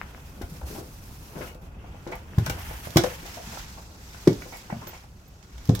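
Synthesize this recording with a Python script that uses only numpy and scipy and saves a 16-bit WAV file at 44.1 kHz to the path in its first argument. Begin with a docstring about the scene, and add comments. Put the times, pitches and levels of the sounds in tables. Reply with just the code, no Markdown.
"""Two microphones in a quiet, empty building, someone in boots on old attic floorboards close by.
All along the building rumbles low, the boards murmur and clothes rustle near the microphones.
First a splinter ticks, then light steps knock the planks, with one very faint tinkle of a metal tag.
From 2.4 s the steps towards a steep wooden stair grow heavy: heels thud, planks knock or groan and
grit cracks, loudest near 3 s; more thuds follow at 4.3 and 5.7 s, with the tag ringing between them."""
import sys
import numpy as np
from scipy import signal
from scipy.io import wavfile
from scipy.ndimage import uniform_filter1d

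SR = 44100
rng = np.random.default_rng(int(sys.argv[2]) if len(sys.argv) > 2 else 0)


def dump_mix(stems):
    """Bounce the given channels to the path in sys.argv[1] as a 16-bit WAV at rate SR."""
    frames = np.atleast_2d(stems).T  # one column per channel
    limited = np.clip(frames, -1, 1)  # hard clip at full scale
    pcm = np.round(limited * 32767).astype(np.int16)
    wavfile.write(sys.argv[1], SR, pcm)


N = 255780  # samples, 5.8 s

# Building and boards at rest. Each row: time in seconds, rumble level in dB, board murmur level in dB.
FLOOR_LEVELS = [(0, -44, -49), (.7, -41, -51), (1.1, -42.5, -51.5), (1.6, -43.5, -50.5),
                (2.3, -42.5, -49.5), (3.2, -43.5, -50.5), (3.9, -45.5, -51.5), (4.6, -46.5, -53.5),
                (5.2, -47.5, -57.5), (5.8, -46, -52)]
# Boards murmuring louder under a foot. Each row: time of most weight in seconds, murmur level in dB.
LOADINGS = [(.72, -46), (1.42, -44.5), (2.55, -45.5), (3.0, -47.5), (4.38, -48.5), (4.8, -50)]
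# Colour of the building's rumble. Each row: frequency in Hz, relative level in dB per Hz.
RUMBLE_COLOUR = [(8.8, -35), (15, -5.5), (59, 3), (200, -15), (260, -46), (440, -120)]
# Colour of the boards' murmur. Each row: frequency in Hz, relative level in dB per Hz.
MURMUR_COLOUR = [(71, -46), (120, -3), (161, 5), (216, 0), (529, -7.5), (877, -9.5), (975, -12),
                 (1290, -14), (1420, -9.5), (2000, -43), (2600, -15), (4400, -120)]
# Likeness of the two microphones in noise. Each row: frequency in Hz, correlation from -1 to 1.
LIKENESS = [(60, 0.99), (130, 0.96), (290, 0.89), (640, 0.63), (1410, -0.17), (3100, 0.007), (6820, 0.11),
            (15000, -0.049)]
# Decay of the attic. Each row: frequency in Hz, time to fall by 60 dB in seconds.
ATTIC_DECAY = [(60, 0.58), (150, 0.067), (500, 0.28), (1500, 0.2), (5000, 0.21), (14000, 0.08)]
# Clothes in motion. Each row: time in seconds, rustle level in dB, sheen (treble) in dB, coarse rub in dB.
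CLOTH_MOTION = [(0, -63.5, -1.5, 8.5), (.42, -63, 1.5, 1), (.9, -59.5, 1.5, -0.5), (1.4, -59.5, 2, 2),
                (1.52, -62, 1, 0), (1.59, -74, 1, 3), (1.78, -72, -3, 11.5), (2.05, -64, -2, 6),
                (2.3, -66.5, -1, 8), (2.43, -57, -0.5, 8), (2.7, -54.5, 3.5, 8), (2.9, -55, 1, 3),
                (3.08, -49, 1.5, 7.5), (3.22, -55, -2, 3), (3.66, -51.5, -6, 0), (3.91, -59, -5, -2.5),
                (4.25, -53.5, -4, 1), (4.55, -53.5, -2.5, -2.5), (4.66, -58.5, -4.5, 2.5),
                (4.97, -57, -5, 4), (5.1, -68, -3, 1), (5.4, -65.5, -6, 0), (5.8, -55.5, -6, 2.5)]
# Sleeve or trouser leg swishing past. Each row: start in seconds, length in seconds, level in dB.
SWISHES = [(0.25, 0.048, -65), (0.501, .08, -59.5), (0.67, 0.13, -53), (1.392, 0.093, -56.5),
           (1.623, 0.047, -67), (2.12, 0.075, -64), (2.596, 0.13, -60), (2.845, 0.027, -52.5),
           (3.26, 0.12, -53.5), (3.463, .16, -51), (4.57, 0.033, -58), (5.27, 0.045, -73)]
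# Colour of the cloth. Each row: frequency in Hz, relative level in dB per Hz.
CLOTH_COLOUR = [(530, -31), (900, -0.5), (1080, -9.5), (1220, -6.5), (1460, -5), (2420, -7), (3110, -8.5),
                (3860, -8.5), (5750, -6), (8550, -12), (10900, -12), (12900, -9), (16000, -14.5)]
# Jolts of the metal tag. Each row: start in seconds, peak level in dB.
TINKLES = [(1.6172, -59), (2.592, -42), (4.8733, -40), (4.8803, -35), (4.8904, -37.5), (5.2789, -53)]
# Modes of the tag. Each row: frequency in Hz, relative level in dB, time to fall by 60 dB in seconds.
TAG_MODES = [(13400, 0, 0.066), (14800, -10, .09)]
# Splinter letting go. Each row: start in seconds, level in dB, pitch in Hz, length in cycles.
TICKS = [(.0147, -18.5, 1520, 1.33), (.1479, -31, 1360, 1), (.178, -42, 1300, 2.1),
         (2.335, -35.5, 1400, 1.3)]
# Grit under a sole. Each row: start in seconds, peak level in dB, extra fine dust in dB, left minus right in dB.
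CRACKS = [(.416, -33, 5, 7), (1.5446, -42, 5, 7), (2.072, -37.5, -12, 0), (2.1146, -36, 3, -5),
          (2.152, -36.5, 13, -8), (2.3825, -26, 4, 3), (2.4604, -17.5, 4, 4.5), (2.4955, -16.5, 6.5, 2.5),
          (2.9028, -36, 0, -12), (2.958, -24, 4, -6), (2.9684, -2.5, 0.5, -4), (3.035, -18, -4, -5),
          (3.261, -35.5, -23, -12), (3.3424, -33, -3, -12), (4.273, -17, -3.5, -6), (4.3277, -33, -3, -10),
          (4.569, -35.5, 13, -18), (4.8685, -34, -5, -9), (5.4253, -44, -12, -11), (5.5785, -40, -2, -10),
          (5.652, -35, 5, -9), (5.673, -34, 5, -3), (5.6905, -25, -4, -4), (5.7488, -19, 5, -5),
          (5.7894, -29, 2, -8)]
# Colour of the grit. Each row: frequency in Hz, relative level in dB per Hz.
GRIT_COLOUR = [(590, -77), (1000, -8), (1220, -14), (2280, -13.5), (2560, -19.5), (3500, -9.5), (4170, -14),
               (5700, -10), (10100, -23), (13400, -18.5), (16000, -24)]
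# Planks knocking or groaning together. Each row: start in seconds, peak level in dB, loudest pitch in Hz,
# left minus right in dB, contact time in seconds, fall of the modes away from that pitch in dB per octave.
KNOCKS = [(.412, -29, 650, 4.5, 0.024, 7.5), (.612, -34.5, 815, 4, 0.009, 25),
          (.631, -34, 850, 0, 0.0089, 23), (.7, -34, 440, 6, .015, 46), (.748, -35, 784, 8, 0.03, 42),
          (.773, -31.5, 470, 3.5, 0.046, 18), (1.35, -30.5, 510, 5, 0.086, 11),
          (1.407, -24.5, 576, 1.5, 0.026, 7), (1.41, -35, 1460, 15, .039, 6),
          (1.47, -37, 2550, 4, 0.041, 59), (1.547, -39, 550, 5, 0.012, 22), (1.838, -40, 695, 4, 0.02, 52),
          (1.94, -39, 695, 2, 0.016, 29), (2.063, -24.5, 536, 2.5, 0.053, 14),
          (2.117, -26.5, 800, 1, 0.035, 25), (2.12, -28, 2160, 3, 0.026, 28),
          (2.38, -20.5, 480, 6, .012, 10), (2.463, -20.5, 615, 1.5, 0.012, 1),
          (2.497, -19.5, 520, 1, 0.0077, 2), (2.57, -32, 900, -4, 0.019, 20),
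          (2.706, -28.5, 850, 2, 0.014, 23), (2.87, -27.5, 616, -12, 0.0035, 22),
          (2.958, -6.5, 257, 0, .011, 16.5), (2.967, -8.5, 900, 3, .011, 7),
          (3.036, -14.5, 615, 4.5, 0.012, 23), (3.225, -38, 418, 0, 0.018, 16),
          (3.252, -38.5, 695, 11, 0.024, 38), (3.368, -32, 700, 2.5, 0.035, 70),
          (3.52, -34.5, 695, 3, 0.039, 25), (3.57, -28, 1020, -5, 0.0088, 37),
          (3.772, -33, 890, 2, 0.032, 39), (4.144, -32.5, 900, 7, 0.0066, 14),
          (4.272, -13.5, 230, 0, 0.016, 30), (4.272, -15, 512, -3, 0.0079, 29),
          (4.274, -30.5, 2220, 9, 0.01, 40), (4.419, -30, 1960, -6, 0.0063, 31),
          (4.454, -33, 516, 3, 0.02, 30), (4.519, -33.5, 817, 0, 0.038, 52),
          (4.52, -35, 2220, -4, 0.051, 35), (4.698, -24, 930, 2, 0.0089, 56),
          (4.702, -33, 2040, -4, 0.022, 44), (4.724, -23.5, 490, 0, 0.0064, 11.5),
          (4.815, -31, 1000, 0, 0.025, 55), (4.867, -26.5, 510, 1, .01, 7), (4.928, -33.5, 900, 0, .04, 41),
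          (4.93, -41, 2220, -1, .024, 60), (5.036, -41.5, 895, 3, 0.011, 32),
          (5.578, -40, 910, 1, 0.0072, -4), (5.691, -10.5, 235, 1, 0.011, 23.5),
          (5.692, -21, 504, 2.5, 0.011, 40), (5.779, -33, 445, 2, 0.022, 20)]
# Modes of the planks. Each row: frequency in Hz, relative level in dB, time to fall by 60 dB in seconds.
PLANK_MODES = [(188.7, -8.5, 0.25), (231, -7, 0.12), (253, -7.5, 0.1), (308, -28, 0.099),
               (339.6, 1.5, 0.13), (379.5, 2.5, 0.078), (420, -4.5, 0.14), (520, 2.5, 0.044),
               (588, 0.5, 0.075), (627, -2, 0.049), (694.6, 4, 0.067), (794, 3, 0.071), (877, 7.5, 0.031),
               (975, -8.5, 0.021), (1055, 12.5, 0.016), (1330, 7, 0.043), (1456, 10, 0.047),
               (1520, 9, 0.04), (1626, 2, 0.04), (2000, 14.5, 0.015), (2160, -5, .025), (2216, 7, 0.044),
               (2260, -2, 0.027), (2520, -2, .025), (2840, 7, .025)]
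# Heel and toe blows. Each row: start in seconds, level in dB, bending pitch of the board in Hz, cycles
# before it is damped.
THUDS = [(.412, -26, 298, 2.2), (.43, -30, 53, 1.2), (0.514, -32.5, 167, 5), (.615, -31, 65, 3.7),
         (1.362, -33.5, 160, 3.4), (1.406, -29, 330, 2.7), (2.066, -32, 350, 10),
         (2.379, -8.5, 129.7, 1.62), (2.478, -26.5, 149, 3.3), (2.495, -32, 53.6, 2),
         (2.545, -33, 71.5, 2.4), (2.58, -36, 87, 3), (2.868, -31.5, 127, 1.5), (2.957, -15, 159, 4.9),
         (2.959, -14, 374, 4.1), (2.972, -15.5, 356, 6.8), (3.471, -34, 192, 2.9), (4.272, -2, 353, 4.5),
         (4.275, -9.5, 165.6, 3.1), (4.725, -20.5, 185, 2.5), (4.765, -29, 149, 1.8), (5.52, -39, 59, 7.7),
         (5.689, -7.5, 135, 2.25), (5.691, -16.5, 303, 4.2)]
# Beams under the boards. Each row: frequency in Hz, relative level in dB, time to fall by 60 dB in seconds.
JOIST_MODES = [(63, -13, 0.36), (91, -6, 0.6), (114.5, 0.5, 0.31), (154.7, 1.5, 0.18), (182.6, -13, 0.4),
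               (231, -0.5, 0.38), (282, -3, 0.27)]

LOADING_S = .09  # width of the bell-shaped swell of the murmur
SWISH_RISE_S, SWISH_FALL_S = 0.017, 0.024
SNAP_RISE_S, SNAP_FALL_S = .003, .002
CRUSH_S, CRUSH_SHARE = 0.011, 0.21  # the smaller grains after every snap
LOAD_S, LOAD_SHARE = 0.0014, 0.066  # a contact builds up in a short time plus a share of its length
JOISTS_DB = -58  # strength of the beams' answer to one sample of push
WALL_S, WALL_DB, WALL_HZ = .044, -14.5, 286  # delay, level and low-pass corner of the gable's echo
CLIP_LEVEL = .93  # share of full scale
BASS_HZ, EDGE_HZ = 32., 16200  # lower and upper limits of the microphone chain


def gain_of(db):
    """Decibels to a factor."""
    return 10 ** (np.asarray(db) / 20)


def evened(x):
    """Scaled to rms 1."""
    return x / np.sqrt(np.mean(x ** 2) + 1e-20)


def peaked(x):
    """Scaled to peak 1."""
    return x / np.abs(x).max()


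def read(points, hz):
    """A table of (Hz, value) read on a log-frequency axis."""
    f, value = np.transpose(points)
    return np.interp(np.log(hz + 1), np.log(f + 1), value)


def add(mix, s, sound):
    """Mixes a sound into both channels at s seconds."""
    part = mix[:, round(s * SR):][:, :sound.shape[-1]]
    part += sound[..., :part.shape[1]]


def panned(x, pan_db):
    """Splits a left minus right level difference over the two channels."""
    return x * gain_of(np.array([[.5], [-.5]]) * pan_db)


def noise(shape_db, length, size, patchy_db):
    """Two-channel noise from random short-time spectra, coloured by shape_db(hz, t); bass is alike in both."""
    hop = size // 4
    frames, hz = length // hop + 5, np.fft.rfftfreq(size, 1 / SR)[:, None]
    a, b, c, d, patches = rng.standard_normal((frames, len(hz), 5)).T
    # random level patches, smooth over time and frequency
    patches = uniform_filter1d(patches, size=size // 64, axis=0)
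    patches = evened(uniform_filter1d(patches, size=6, axis=1))
    same = np.clip(read(LIKENESS, hz), -1, 1)
    left = a + 1j * b
    right = same * left + np.sqrt(1 - same ** 2) * (c + 1j * d)
    level_db = shape_db(hz, np.arange(frames) * hop / SR) + patchy_db * patches
    spectra = np.array([left, right]) * gain_of(level_db)
    return signal.istft(spectra, nperseg=size, noverlap=size - hop)[1][:, :length]


def modes(table, tilt_db):
    """Impulse response of dying sines, each mode's level shifted by tilt_db(hz)."""
    t = np.arange(SR // 3) / SR
    return sum(gain_of(db + tilt_db(hz) - 60 * t / t60) * np.sin(2 * np.pi * hz * t)
               for hz, db, t60 in table)


def floor():
    """The building's low rumble and the lumpy murmur of boards that swells under weight."""
    s, rumble_db, murmur_db = np.transpose(FLOOR_LEVELS)
    t = np.arange(N) / SR
    rumble = evened(noise(lambda hz, t: read(RUMBLE_COLOUR, hz) + 0 * t, N, size=4096, patchy_db=1.0))
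    murmur = evened(noise(lambda hz, t: read(MURMUR_COLOUR, hz) + 0 * t, N, size=1024, patchy_db=1.5))
    weight = sum(gain_of(db) ** 2 * np.exp(-((t - at) / LOADING_S) ** 2) for at, db in LOADINGS)
    murmur_gain = np.sqrt(gain_of(np.interp(t, s, murmur_db)) ** 2 + weight)
    return gain_of(np.interp(t, s, rumble_db)) * rumble + murmur_gain * murmur


def attic(x):
    """Dense reflections off bare planks, each band dying at its own speed."""
    tail = noise(lambda hz, t: -60 * t / read(ATTIC_DECAY, hz), SR // 2, size=512, patchy_db=1)
    tail = np.pad(tail, ((0, 0), (round(.004 * SR), 0)))  # 4 ms before the first reflections
    return signal.fftconvolve(x, tail / np.linalg.norm(tail[0]), axes=1)[:, :N]


def gable_echo(low):
    """The far gable returns the low blows once, late and dulled."""
    late = np.pad(low, ((0, 0), (round(WALL_S * SR), 0)))[:, :N]
    return signal.lfilter(*signal.butter(1, WALL_HZ, fs=SR), gain_of(WALL_DB) * late)


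def cloth():
    """Fabric slides: fine hiss whose sheen and coarse rub change with movement, flickering as folds catch."""
    s, level_db, sheen_db, rub_db = np.transpose(CLOTH_MOTION)
    # weights from 0 to 1: sheen above 7500 Hz, rub below 4000 Hz
    high = lambda hz: np.clip(np.log2((hz + 1) / 7500) / 0.28, 0, 1)
    low = lambda hz: np.clip(np.log2(4000 / (hz + 1)) / 0.35, 0, 1)
    colour = lambda hz, t: (read(CLOTH_COLOUR, hz) + high(hz) * np.interp(t, s, sheen_db)
                            + low(hz) * np.interp(t, s, rub_db))
    hiss = noise(colour, N, size=256, patchy_db=1.5)
    # the band between the two sets the level scale
    core = signal.sosfilt(signal.butter(4, [4000, 8000], "band", fs=SR, output="sos"), hiss.mean(0))
    flicker_db = 0.93 * evened(uniform_filter1d(rng.standard_normal(N), size=600))
    t = np.arange(N) / SR
    power = gain_of(np.interp(t, s, level_db)) ** 2
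    for start, length, db in SWISHES:
        corners = np.cumsum([start - SWISH_RISE_S, SWISH_RISE_S, length, SWISH_FALL_S])
        power = power + (gain_of(db) * np.interp(t, corners, [0, 1, 1, 0])) ** 2
    return panned(np.sqrt(power) * gain_of(flicker_db) * hiss / core.std(), -0.93)


def tag():
    """A small metal tag on the clothes, to the right, rings very high when it is jolted."""
    out, ring = np.zeros((2, N)), peaked(modes(TAG_MODES, lambda hz: 0))
    for s, db in TINKLES:
        add(out, s, panned(gain_of(db) * ring, -10.0))
    return out


def swings(table):
    """Wood first gives way, swings a few cycles under a rounded envelope and is damped."""
    out = np.zeros((2, N))
    for s, db, hz, cycles in table:
        turns = np.arange(0, cycles, hz / SR)
        envelope = np.sin(np.pi * (turns / cycles) ** 0.68) ** 1.3
        # the minus sign makes the first movement a giving way
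        add(out, s, -gain_of(db) * envelope * np.sin(2 * np.pi * turns))
    return out


def splinter_ticks():
    """A splinter lets go with a dry tick of a cycle or two, to the left."""
    return panned(swings(TICKS), 9.5)


def cracks():
    """Grit under a sole: a sharp snap followed by a crush of smaller grains."""
    out, t = np.zeros((2, N)), np.arange(SR // 6) / SR
    grit = noise(lambda hz, t: read(GRIT_COLOUR, hz) + 0 * t, len(t) * len(CRACKS), size=256, patchy_db=1)
    dust = signal.sosfiltfilt(signal.butter(4, 9000, "high", fs=SR, output="sos"), grit)
    snap, crush = np.exp(-t / SNAP_FALL_S), np.exp(-t / CRUSH_S)
    fade = (1 - CRUSH_SHARE) * snap + CRUSH_SHARE * crush
    envelope = np.minimum(t / SNAP_RISE_S, 1) ** 2 * fade
    for k, (s, db, dust_db, pan_db) in enumerate(CRACKS):
        own = slice(k * len(t), (k + 1) * len(t))  # a fresh stretch of noise for each crack
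        grains = grit[:, own] + (gain_of(dust_db) - 1) * dust[:, own]
        add(out, s, panned(gain_of(db) * peaked(grains * envelope), pan_db))
    return out


def knocks():
    """A rough contact rings the plank modes that lie near the spot's loudest pitch."""
    out, t = np.zeros((2, N)), np.arange(SR // 6) / SR
    rough = noise(lambda hz, t: 0 * hz * t, len(t) * len(KNOCKS), size=1024, patchy_db=-0.5)
    # the wood sticks and slips, so the push comes in uneven jerks a few ms apart
    jerks_db = 1.86 * evened(uniform_filter1d(rng.standard_normal(rough.shape[1]), size=90))
    rough = rough * gain_of(jerks_db)
    for k, (s, db, pitch, pan_db, contact, spread_db) in enumerate(KNOCKS):
        rise = LOAD_S + LOAD_SHARE * contact
        load = np.minimum(t / rise, 1) * np.exp(-(t / contact) ** 1.96)
        push = rough[:, k * len(t):][:, :len(t)] * load
        ring = modes(PLANK_MODES, lambda hz: -spread_db * abs(np.log2(hz / pitch)))
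        knock = peaked(signal.fftconvolve(push, ring[None], axes=1))
        add(out, s, panned(gain_of(db) * knock, pan_db))
    return out


def beams(low):
    """The joists under the boards ring on as the low blows push them."""
    ring = modes(JOIST_MODES, lambda hz: JOISTS_DB)
    return signal.fftconvolve(low, ring[None], axes=1)[:, :N]


def footfalls():
    """Heel and toe blows bend the boards, which the resting foot soon damps."""
    return swings(THUDS)


def scene():
    """Steps with their beams, echo and room, over cloth and floor."""
    low, high, ticks = footfalls(), knocks() + cracks() + tag(), splinter_ticks()
    steps = panned(low + beams(low) + gable_echo(low), 1.0) + high + ticks
    room = attic(gain_of(-13.0) * low + gain_of(-7.5) * high + gain_of(-11.0) * ticks)
    return steps + room + cloth() + floor()


def record(dry):
    """The microphones lose the deepest bass, peaks are clipped, then the top treble is cut."""
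    thinned = signal.lfilter(*signal.butter(2, BASS_HZ, "high", fs=SR), dry)
    held = np.clip(thinned, -CLIP_LEVEL, CLIP_LEVEL)
    band_limit = signal.firwin(511, EDGE_HZ, window=("kaiser", 9), fs=SR)
    return signal.oaconvolve(held, band_limit[None], "same")


dry = scene()
out = record(dry)
dump_mix(out)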